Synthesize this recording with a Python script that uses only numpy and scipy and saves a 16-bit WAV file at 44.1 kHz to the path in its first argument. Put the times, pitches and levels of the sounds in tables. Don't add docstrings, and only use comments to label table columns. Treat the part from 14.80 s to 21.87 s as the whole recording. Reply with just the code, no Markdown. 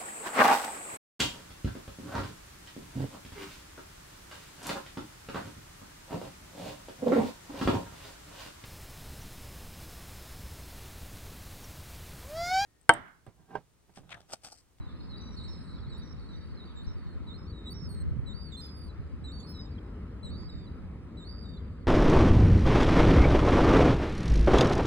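import sys
import numpy as np
from scipy import signal
from scipy.fft import rfft, irfft, next_fast_len
from scipy.io import wavfile
from scipy.ndimage import uniform_filter1d

SR = 44100
rng = np.random.default_rng(int(sys.argv[2]) if len(sys.argv) > 2 else 0)


def materialize(psi):
    bounded = np.clip(np.atleast_2d(psi).T, -1, 1)
    quanta = np.round(bounded * 32767).astype(np.int16)
    wavfile.write(sys.argv[1], SR, quanta)


N = 311787
TOP_HZ = 15700

# t/s, length/s, from f/Hz, lowest f/Hz, to f/Hz, mid-note level/dB,
# level ramp/dB, second harmonic over the first/dB
GULL_SCOOPS = [ (0.286, 0.084, 4250, 3840, 3970, -55, 2, -37),
               (0.563, 0.068, 4420, 3786, 3940, -52, 0.5, -35),
               (1.004, 0.061, 4520, 3840, 3900, -65, -2, -36),
               (1.099, 0.078, 4040, 3785, 3890, -57, 2.5, -18.5),
               (1.486, 0.079, 4054, 3757, 3900, -60.5, 5, -30),
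               (1.767, 0.079, 4140, 3756, 3980, -58, 4, -44),
               (1.958, 0.069, 3774, 3733, 3745, -55, 4, -16.5),
               (2.467, 0.068, 4000, 3676, 3820, -53, 5.5, -29.5),
               (3.46, 0.077, 4000, 3725, 3930, -52.5, 3.5, -20),
               (3.719, 0.045, 3720, 3510, 3520, -49, 5, -18),
               (4.44, 0.085, 4030, 3725, 3920, -51.5, -8, -16),
               (5.429, 0.079, 4100, 3810, 4080, -53, -13, -13),
               (6.37, 0.077, 4020, 3695, 3860, -56, -1, -16.5), ]


def scoop(start, length, from_hz, low_hz, to_hz, level_db, ramp_db, second_db):
    progress = np.linspace(0, 1, round(length * SR))
    fall, bottom, upturn = 0.1606, 0.66, 0.813
    bend = np.interp(progress, [0, fall, bottom, upturn, 1], [0.011, 0.12, 1, 0.99, 2])
    depth = np.sin(np.pi / 2 * bend) ** 2
    rim_hz = np.where(progress < bottom, from_hz, to_hz)
    hook_hz = 128 * np.exp(-progress * length / 0.0059)
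    hz = rim_hz + (low_hz - rim_hz) * depth - hook_hz
    effort_db = np.interp(progress, [0, 0.21], [-6, 0]) + ramp_db * (progress - 0.5)
    return whistle(start, hz, level_db, effort_db, second_db)


# t/s, length/s, from f/Hz, to f/Hz, entry offset/Hz, end droop/Hz, opening level/dB,
# level ramp/dB, second harmonic over the first/dB; some add pitch arch/Hz, mid-note swell/dB
GULL_TONES = [ (0, .12, 4010, 3580, 1, 286, -67, -4.5, -27), (0.191, .03, 4180, 4300, -2, 1, -66, 4, -33),
              (.375, .12, 3900, 3900, 0, 0, -64, 0, -35), (.635, .035, 3880, 4060, 0, 0, -58, 0, -22),
              (0.193, 0.05, 3870, 3680, -2, -2, -65.5, -6, -31),
              (0.365, 0.041, 4700, 4790, -5, 0, -60.5, 3, -30),
              (0.406, .092, 5810, 5740, 0, 140, -66, 0, -42),
              (.498, .058, 5760, 5640, -150, 120, -65, 0, -42),
              (0.629, 0.042, 4060, 4340, 2, 1, -53, -5, -18),
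              (0.679, 0.16, 5550, 5010, -250, 18, -56.5, -11, -40),
              (.215, 0.053, 4730, 4700, 0, 60, -74, -4, -35), (.553, .025, 5500, 4650, 0, 0, -72, 0, -35),
              (.715, .03, 4260, 4430, 1, 0, -62, 0, -20), (1.117, .09, 5400, 5340, -5, 0, -73, -4, -35),
              (4.55, 0.054, 3410, 3390, 2, 0, -80, 0, 0), (5.53, .12, 3500, 3350, -1, -1, -77, -1, -6.5),
              (6.804, .012, 3240, 3156, 0, -3, -69, -1, -35),
              (0.875, .128, 4150, 3350, 0, 60, -62, -5, -36, 200, -2),
              (1.062, 0.052, 4150, 4420, -4, -5, -68, 7, -40),
              (1.174, 0.042, 4580, 4740, -4, -2, -68, 2, -9),
              (1.214, .121, 5830, 5370, -260, 0, -67.5, 7.5, -32),
              (1.386, 0.096, 4400, 4260, 130, -1, -67.5, -1, -21),
              (1.561, 0.23, 4640, 4380, -100, 250, -69.5, -3, -20),
              (1.5, .12, 5800, 5480, 2, 0, -79, 2, -40), (1.847, 0.088, 3780, 3390, 0, 143, -72, 1, -27),
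              (1.85, 0.074, 4580, 4540, 2, 2, -62.5, -12, -24),
              (2.0, 0.1, 4270, 3950, -6, 6, -73.5, 7.5, -35), (2.028, 0.032, 4470, 4620, 3, 1, -67, 3, -12),
              (2.064, 0.084, 5400, 5430, 0, -3, -61.5, -6, -37),
              (2.143, 0.034, 4870, 4730, -2, -1, -75, 4, -27),
              (2.173, .173, 4570, 4240, -7, 170, -68.5, -2.5, -22.5),
              (2.535, .037, 3970, 4300, 2, 0, -49, -16, -26),
              (2.573, 0.1, 5080, 5230, 2, -200, -63, -8, -27),
              (2.665, .056, 4390, 4470, 3, 0, -62.5, 4, -40),
              (2.722, 0.17, 3880, 3670, 71, 200, -59, -3, -28),
              (2.855, 0.045, 3840, 3855, -3, -8, -48.5, 2, -19.5),
              (2.901, 0.034, 4505, 4580, 0, -3, -49, -1, -12.5),
              (2.937, 0.14, 5510, 5300, -2, 35, -53.5, -1.5, -37),
              (3.068, 0.023, 4850, 4730, -4, 0, -61, 0, -18),
              (3.087, 0.14, 4370, 4204, 111, 124, -57, -4, -4.5),
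              (3.534, 0.1044, 4570, 4800, -200, 0, -56.5, 5.5, -28.5),
              (3.637, .07, 4710, 4340, 100, 100, -51, -9, -26),
              (3.708, 0.2, 3840, 3460, 1, 164, -58.5, -6.5, -17),
              (3.766, 0.046, 4130, 4150, 0, 2, -49, 0.5, -14.5),
              (3.81, .28, 5010, 4600, 3, 130, -49, -14, -19, 65, -1),
              (4.09, 0.027, 4040, 3950, 0, 2, -59, -2, -33),
              (4.518, 0.225, 4620, 4320, -250, 200, -53, -9, -23, 0, 1),
              (4.597, 0.037, 3390, 3630, 3, 2, -61.5, -0.5, -3.5),
              (4.628, 0.027, 4010, 4280, -3, 0, -52, -21, -14),
              (4.667, 0.0656, 5230, 5160, -170, 2, -57, 0, -15, 0, 4),
              (4.737, 0.044, 5300, 5200, 0, 40, -56, -2, -21),
              (4.739, .078, 3860, 3810, 180, 0, -55, 0, -30), (4.828, .058, 3790, 3630, 0, 0, -67, -1, -18),
              (4.782, .085, 5030, 5000, 60, 0, -58, -8, -32, 0, 7),
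              (4.9, .045, 4920, 4610, 0, 0, -68, 0, -30), (4.948, .028, 4180, 3690, -1, 1, -68.5, -4, -32),
              (4.978, .015, 3280, 3230, -1, 0, -60.5, 2, -36),
              (5.5, .067, 3660, 3850, -4, -200, -64, 8, -39),
              (5.502, 0.182, 4600, 4590, -300, -1, -57, -5, -29, 0, -2),
              (5.568, .296, 4900, 4760, -240, 200, -57, -10, -40, 20, 0),
              (5.681, 0.18, 3790, 3660, 187, 241, -60.5, -8.5, -20),
              (5.864, 0.024, 4000, 3890, -2, 0, -59, 1, -39),
              (6.438, 0.025, 3800, 4010, -5, 2, -65, 0, -33),
              (6.446, .085, 4310, 4920, -100, 30, -58, 3.5, -25),
              (6.531, .108, 4860, 4790, 0, 0, -60.5, -2, -33),
              (6.463, .302, 4764, 4670, -320, 180, -54, -12, -30),
              (6.636, 0.175, 3890, 3600, 0, 60, -62.5, -4, -22, -70, 1),
              (6.768, 0.026, 4000, 3940, -2, -3, -54, -14, -43), ]


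def gull_tone(start, length, from_hz, to_hz, entry_hz, droop_hz, level_db, ramp_db, second_db,
              arch_hz=0, swell_db=0):
    t = np.arange(0, length, 1 / SR)
    arch = np.sin(np.pi * t / length)
    hz = from_hz + (to_hz - from_hz) * t / length
    hz += entry_hz * np.exp(-t / 0.028) - droop_hz * np.exp((t - length) / 0.018)
    hz += arch_hz * arch + voice_break(start, hz[0]) * np.exp(-t / 0.0012)
    soft_entry_db = -4 * np.exp(-t / 0.012)
    effort_db = ramp_db * (t / length - 0.5) + swell_db * arch + soft_entry_db
    return whistle(start, hz, level_db + ramp_db / 2, effort_db, second_db)


def voice_break(start, hz):
    ends = [(s + length, to_hz) for s, length, _, _, to_hz, *_ in GULL_SCOOPS]
    ends += [(s + length, to_hz - droop_hz) for s, length, _, to_hz, _, droop_hz, *_ in GULL_TONES]
    return min((end_hz - hz for s, end_hz in ends if abs(s - start) < 0.008), key=abs, default=0)


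# its f/Hz, base level over the second/dB
THIRD_HARMONIC = [(10000, -9), (11600, -19.5), (13000, -11.5), (15500, -1.5)]


def whistle(start, hz, level_db, effort_db, second_db):
    size = len(hz)
    t = np.arange(size) / SR
    waver = 1 + 0.0015 * wander(size, 200) + 0.0038 * wander(size, 900)
    phase = 2 * np.pi * np.cumsum(hz * waver) / SR
    flicker_db = 3.4 * tremble(size, 900) + 1.8 * tremble(size, 200)
    if level_db + second_db > -70:
        flicker_db *= 0.4
    second_db = second_db - 0.75 * effort_db + flicker_db
    level_db = level_db + effort_db
    pierce_db = 0.5 * (level_db + second_db + 68)
    third_db = second_db + over_pitch(THIRD_HARMONIC, 3 * hz) + pierce_db
    tone = np.sin(phase) + gain_of(second_db) * np.sin(2 * phase)
    tone += gain_of(third_db) * np.sin(3 * phase) * (3 * hz < TOP_HZ)
    tone += gain_of(second_db - 23) * np.sin(4 * phase) * (4 * hz < TOP_HZ)
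    attack_s, release_s = 0.0041, 0.0035
    envelope = np.clip(np.minimum(t / attack_s, (t[-1] - t) / release_s), 0, 1)
    flutter_db = 1.3 * tremble(size, 600) + 0.52 * wander(size, 160) + 1.1 * wander(size, 70)
    flutter_db += 2.6 * (level_db < -60) * tremble(size, 300)
    flutter_db += 2.0 * (start < 2.4) * tremble(size, 130)
    return np.sqrt(2) * tone * envelope * gain_of(level_db + flutter_db)


# t/s, level/dB
WALL_SEND = [(0, 6.5), (1.5, 5.5), (2.6, -4.5)]
# delay t/s, level relative to the send/dB
WALL_SLAPS = [(.024, -18.5), (.075, -17.5), (.29, -21), (0.435, -26)]


def car_park(calls):
    send = calls * gain_of(over_time(WALL_SEND)[0])
    body = signal.lfilter(*signal.butter(7, 5050, fs=SR), send)
    treble = signal.lfilter(*signal.butter(3, [6500, 9500], "band", fs=SR), send)
    dull = (body + gain_of(-8.5) * treble)[None]
    t = np.arange(30000) / SR
    walls = np.zeros((2, len(t)))
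    for s, db in WALL_SLAPS:
        smear = rng.standard_normal(1500) * np.exp(-np.arange(1500) / 300)
        for side in walls:
            add(side, s, gain_of(db) * smear / np.linalg.norm(smear))
    drift_db = 0.79 * np.array([wander(N, 250), wander(N, 250)])
    echoes = gain_of(drift_db) * signal.oaconvolve(dull, walls, axes=1)[:, :N]
    decay_s, predelay_s = 1.25, 0.012
    for _ in range(2):
        scatter = rng.choice([-1., 1.], walls.shape) * (rng.random(walls.shape) < 0.05)
        tail = scatter * gain_of(-60 * t / decay_s) * (t > predelay_s)
        tail = gain_of(-14) * tail / np.linalg.norm(tail[0])
        echoes += wander(N, 350) * signal.oaconvolve(dull, tail, axes=1)[:, :N]
    return echoes


# f/Hz, left lead/rad, left over right/dB
CALL_IMAGE = [(1320, 0.6, 4.5), (3080, 4.5, -0.5), (3686, 4, -5), (3675, 3, -2), (3910, 0.97, -0.5),
              (4120, 0.5, -1), (4276, 1.5, -11.5), (4350, -4.5, -4), (4690, -4.5, -5), (5070, -2, -2.5),
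              (5350, -5, -7.5), (5500, -2, -7), (5780, -2.5, 1.5), (14660, 6, -2.5)]


def ports(pair):
    size = next_fast_len(N)
    hz = np.fft.rfftfreq(size, 1 / SR)
    points_hz, lead, pan_db = np.transpose(CALL_IMAGE)
    pan = gain_of(np.interp(hz, points_hz, pan_db))
    right = np.sqrt(2 / (1 + pan ** 2))
    left = right * pan * np.exp(1j * np.interp(hz, points_hz, lead))
    return irfft(rfft(pair, size) * np.array([left, right]), size)[:, :N]


# t/s, level/dB, left over right/dB
GUST_RIDE = [(0, -54, 0.5), (.48, -46, -1.2), (.8, -47.5, 0.5), (1.12, -44, -2), (1.44, -49.5, 0),
             (1.6, -48, 1.5), (1.85, -51, 0), (2.08, -52, -1), (2.24, -53.5, 0.5), (2.65, -42, 3),
             (2.9, -41.5, 0.5), (3.05, -41, -0.5), (3.2, -42.5, 3), (3.37, -38, -5.5), (3.53, -46, 8.5),
             (3.85, -46, 1), (4.17, -43, 2), (4.33, -45.5, 2.5), (4.55, -42, 0.5), (4.8, -41, 2.5),
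             (5.05, -40.5, 1.5), (5.3, -39.5, 1), (5.6, -41.5, -0.5), (6.0, -41.5, 1), (6.4, -42, 1),
             (6.7, -40.5, 2.5), (7.07, -41, -0.5)]
# f/Hz, relative level/dB
RUMBLE_EQ = [(12, -62), (20, -30), (46, -4.5), (75, 2), (112, -8.5), (179, -9.5), (335, -21.5), (397, -21),
             (600, -33.5), (780, -46.5), (1320, -120)]
# t/s, level/dB
BUFFET_RIDE = [(0, -42.5), (1.4, -43), (2.45, -40.5), (2.75, -57.5), (3.25, -33), (3.8, -55.5),
               (4.3, -42.5), (5.1, -69.5), (5.55, -41.5), (6.25, -55), (7.07, -53.5)]
# f/Hz, relative level/dB
BUFFET_EQ = [(12, -45), (20, -17.5), (50, -0.5), (75, 4), (216, -14.5), (364, -23.5), (544, -37.5),
             (640, -38), (700, -49), (910, -76), (1540, -120)]


def wind():
    mid_db, pan_db = over_time(GUST_RIDE)
    side_db = over_time(BUFFET_RIDE)[0]
    mid = noise(RUMBLE_EQ, patchy_db=1.5, size=4096)[0] * gain_of(mid_db + 0.82 * wander(N, 900))
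    side = noise(BUFFET_EQ, patchy_db=0, size=4096)[0] * gain_of(side_db + 2.5 * wander(N, 700))
    return np.array([(mid + side) * gain_of(pan_db / 2), (mid - side) * gain_of(-pan_db / 2)])


# t/s, left level/dB, right level/dB, f/Hz, right lag/ms
EDDY_HITS = [(1.074, -30.5, -31, 124, 8.3), (2.062, -23, -26, 70.4, 6.4), (3.304, -25, -24, 86, 7.2),
             (3.355, -40, -21.5, 125, 6.9), (3.376, -33, -19.5, 86, 6.6), (4.185, -39, -28, 106, 7.2)]


def eddies():
    pair = np.zeros((2, N))
    for s, left_db, right_db, hz, lag_ms in EDDY_HITS:
        cycles = np.arange(0, 2, hz / SR)
        push = np.sin(2 * np.pi * cycles) * np.sin(np.pi * cycles / 2) ** 2
        add(pair[0], s, -gain_of(left_db) * push)
        add(pair[1], s + lag_ms / 1000, -gain_of(right_db) * push)
    return pair


# t/s, level before a 3 dB lift/dB
TICK_CUES = [(5.632, -49)]


def ticks():
    track = np.zeros(N)
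    t = np.arange(900) / SR
    ring = np.sin(2 * np.pi * 1050 * t) + gain_of(-3 - 60 * t / 0.03) * np.sin(2 * np.pi * 1950 * t)
    attack = 1 - np.exp(-t * 2500)
    for s, db in TICK_CUES:
        add(track, s, gain_of(db + 3 - 60 * t / 0.038) * attack * ring)
    return track


# t/s, level/dB
HISS_RIDE = [(.4, -100), (.6, -76), (.86, -75.5), (1.1, -100)]
# f/Hz, relative level/dB
HISS_EQ = [(5500, -36), (7500, -5), (8600, 1), (10000, -12.5), (11500, -40)]


def hiss():
    return noise(HISS_EQ, patchy_db=6) * gain_of(over_time(HISS_RIDE))


# t/s, level/dB
FLOCK_RIDE = [(0, -68.5), (.9, -68.5), (1.7, -72), (2.3, -77.5), (3.2, -81)]


def flock():
    voices = []
    for centre_hz in [3810, 4040, 4390, 4900] * 2:
        hz = centre_hz * (1 + 0.02 * wander(N, 2000))
        smeared = np.sin(2 * np.pi * np.cumsum(hz) / SR) * wander(N, 200)
        voices.append(smeared * gain_of(3.5 * wander(N, 4000)))
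    pair = np.reshape(voices, (2, -1, N)).sum(1)
    return unit_rms(pair + 0.6 * pair[::-1]) * gain_of(over_time(FLOCK_RIDE))


# f/Hz, relative level/dB
BED_EQ = [(110, -35.5), (180, -2.5), (261, -9.5), (449, -19), (677, -25.5), (947, -21.5), (1160, -23.5),
          (1280, -19.5), (1450, -26), (2150, -29.5), (2900, -35.5), (3500, -41.5), (5300, -48.5),
          (7500, -52.5), (10000, -53), (11900, -68), (13300, -56.5), (15600, -60)]
# t/s, level before make-up gain/dB, lift of the low roar/dB
BED_RIDE = [(0.0, -60.5, -1.5), (1.2, -60.5, -1), (2.2, -61, -1.5), (2.8, -61.5, 0.5), (3.5, -61.5, -2),
            (4.7, -61.5, 1), (5.15, -61.5, 3.5), (5.65, -61.5, 1), (7.07, -63, 1)]
# f/Hz, likeness of the ports/0-1, left lead/rad, left over right/dB
BED_IMAGE = [(207, 1, 0, 1.5), (414, 0.92, 1.01, 3), (620, 0.27, -2, 3.5), (860, 0.36, -1.5, -0.5),
             (1260, 0.82, 0.73, 1.1), (1850, 0.82, -0.06, -1.1), (3030, 0.52, 4., 0.7), (3320, 0.02, 5, 0),
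             (5030, 0.87, 2.5, 2.5), (7520, 0.6, 5, -1), (9300, 1, 7, -2), (12000, 1, 8.5, 3.5),
             (14300, 0.95, 8, 0)]


def background():
    roar_below_hz, makeup_db = 880, 9.5
    size = next_fast_len(N)
    hz = np.fft.rfftfreq(size, 1 / SR)
    likeness, lead, pan_db = (over_pitch(BED_IMAGE, hz, column) for column in (1, 2, 3))
    right, unrelated = rfft(noise(BED_EQ, patchy_db=1.5, channels=2), size)
    left = likeness * right * np.exp(1j * lead) + np.sqrt(1 - likeness ** 2) * unrelated
    spectra = np.array([left * gain_of(pan_db), right])
    hush = irfft(spectra, size)[:, :N]
    roar = irfft(spectra / (1 + (hz / roar_below_hz) ** 10), size)[:, :N]
    level_db, roar_db = over_time(BED_RIDE)
    return (hush + roar * (gain_of(roar_db) - 1)) * gain_of(level_db + makeup_db)


def noise(eq, patchy_db, size=1024, channels=1):
    frames, hz = 4 * N // size + 5, np.fft.rfftfreq(size, 1 / SR)
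    real, imag, patches = rng.standard_normal((frames, len(hz), channels, 3)).T
    patches = uniform_filter1d(patches[0], size=10, axis=0)
    patches = unit_rms(uniform_filter1d(patches, size=12288 // size, axis=1))
    spectra = (real + 1j * imag) * gain_of(over_pitch(eq, hz)[:, None] + patchy_db * patches)
    return unit_rms(signal.istft(spectra, nperseg=size, noverlap=3 * size // 4)[1][:, :N])


def wander(size, span):
    return unit_rms(uniform_filter1d(uniform_filter1d(rng.standard_normal(size), span), span))


def tremble(size, span):
    drift = wander(size, span)
    return drift - drift.mean()


def over_time(rows):
    s, *columns = np.transpose(rows)
    return [np.interp(np.arange(N) / SR, s, column) for column in columns]


def over_pitch(rows, hz, column=1):
    columns = np.transpose(rows)
    return np.interp(np.log(hz + 1), np.log(columns[0] + 1), columns[column])


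def gain_of(db):
    return 10 ** (np.asarray(db) / 20)


def unit_rms(x):
    return x / np.sqrt(np.mean(x ** 2) + 1e-20)


def add(mix, s, sound):
    part = mix[round(s * SR):][:len(sound)]
    part += sound[:len(part)]


def scene():
    gulls = np.zeros(N)
    for start, *shape in GULL_SCOOPS:
        add(gulls, start, scoop(start, *shape))
    for start, *shape in GULL_TONES:
        add(gulls, start, gull_tone(start, *shape))
    shimmer = gain_of(0.94 * np.array([wander(N, 1000), wander(N, 1200)]))
    airborne = gulls * shimmer + ticks() + hiss() + car_park(gulls) + flock()
    return ports(airborne) + background() + wind() + eddies()


def record(dry):
    high_cut = signal.firwin(2047, TOP_HZ, window=("kaiser", 11), fs=SR)
    return signal.oaconvolve(dry, high_cut[None], "same")


dry = scene()
out = record(dry)
materialize(out)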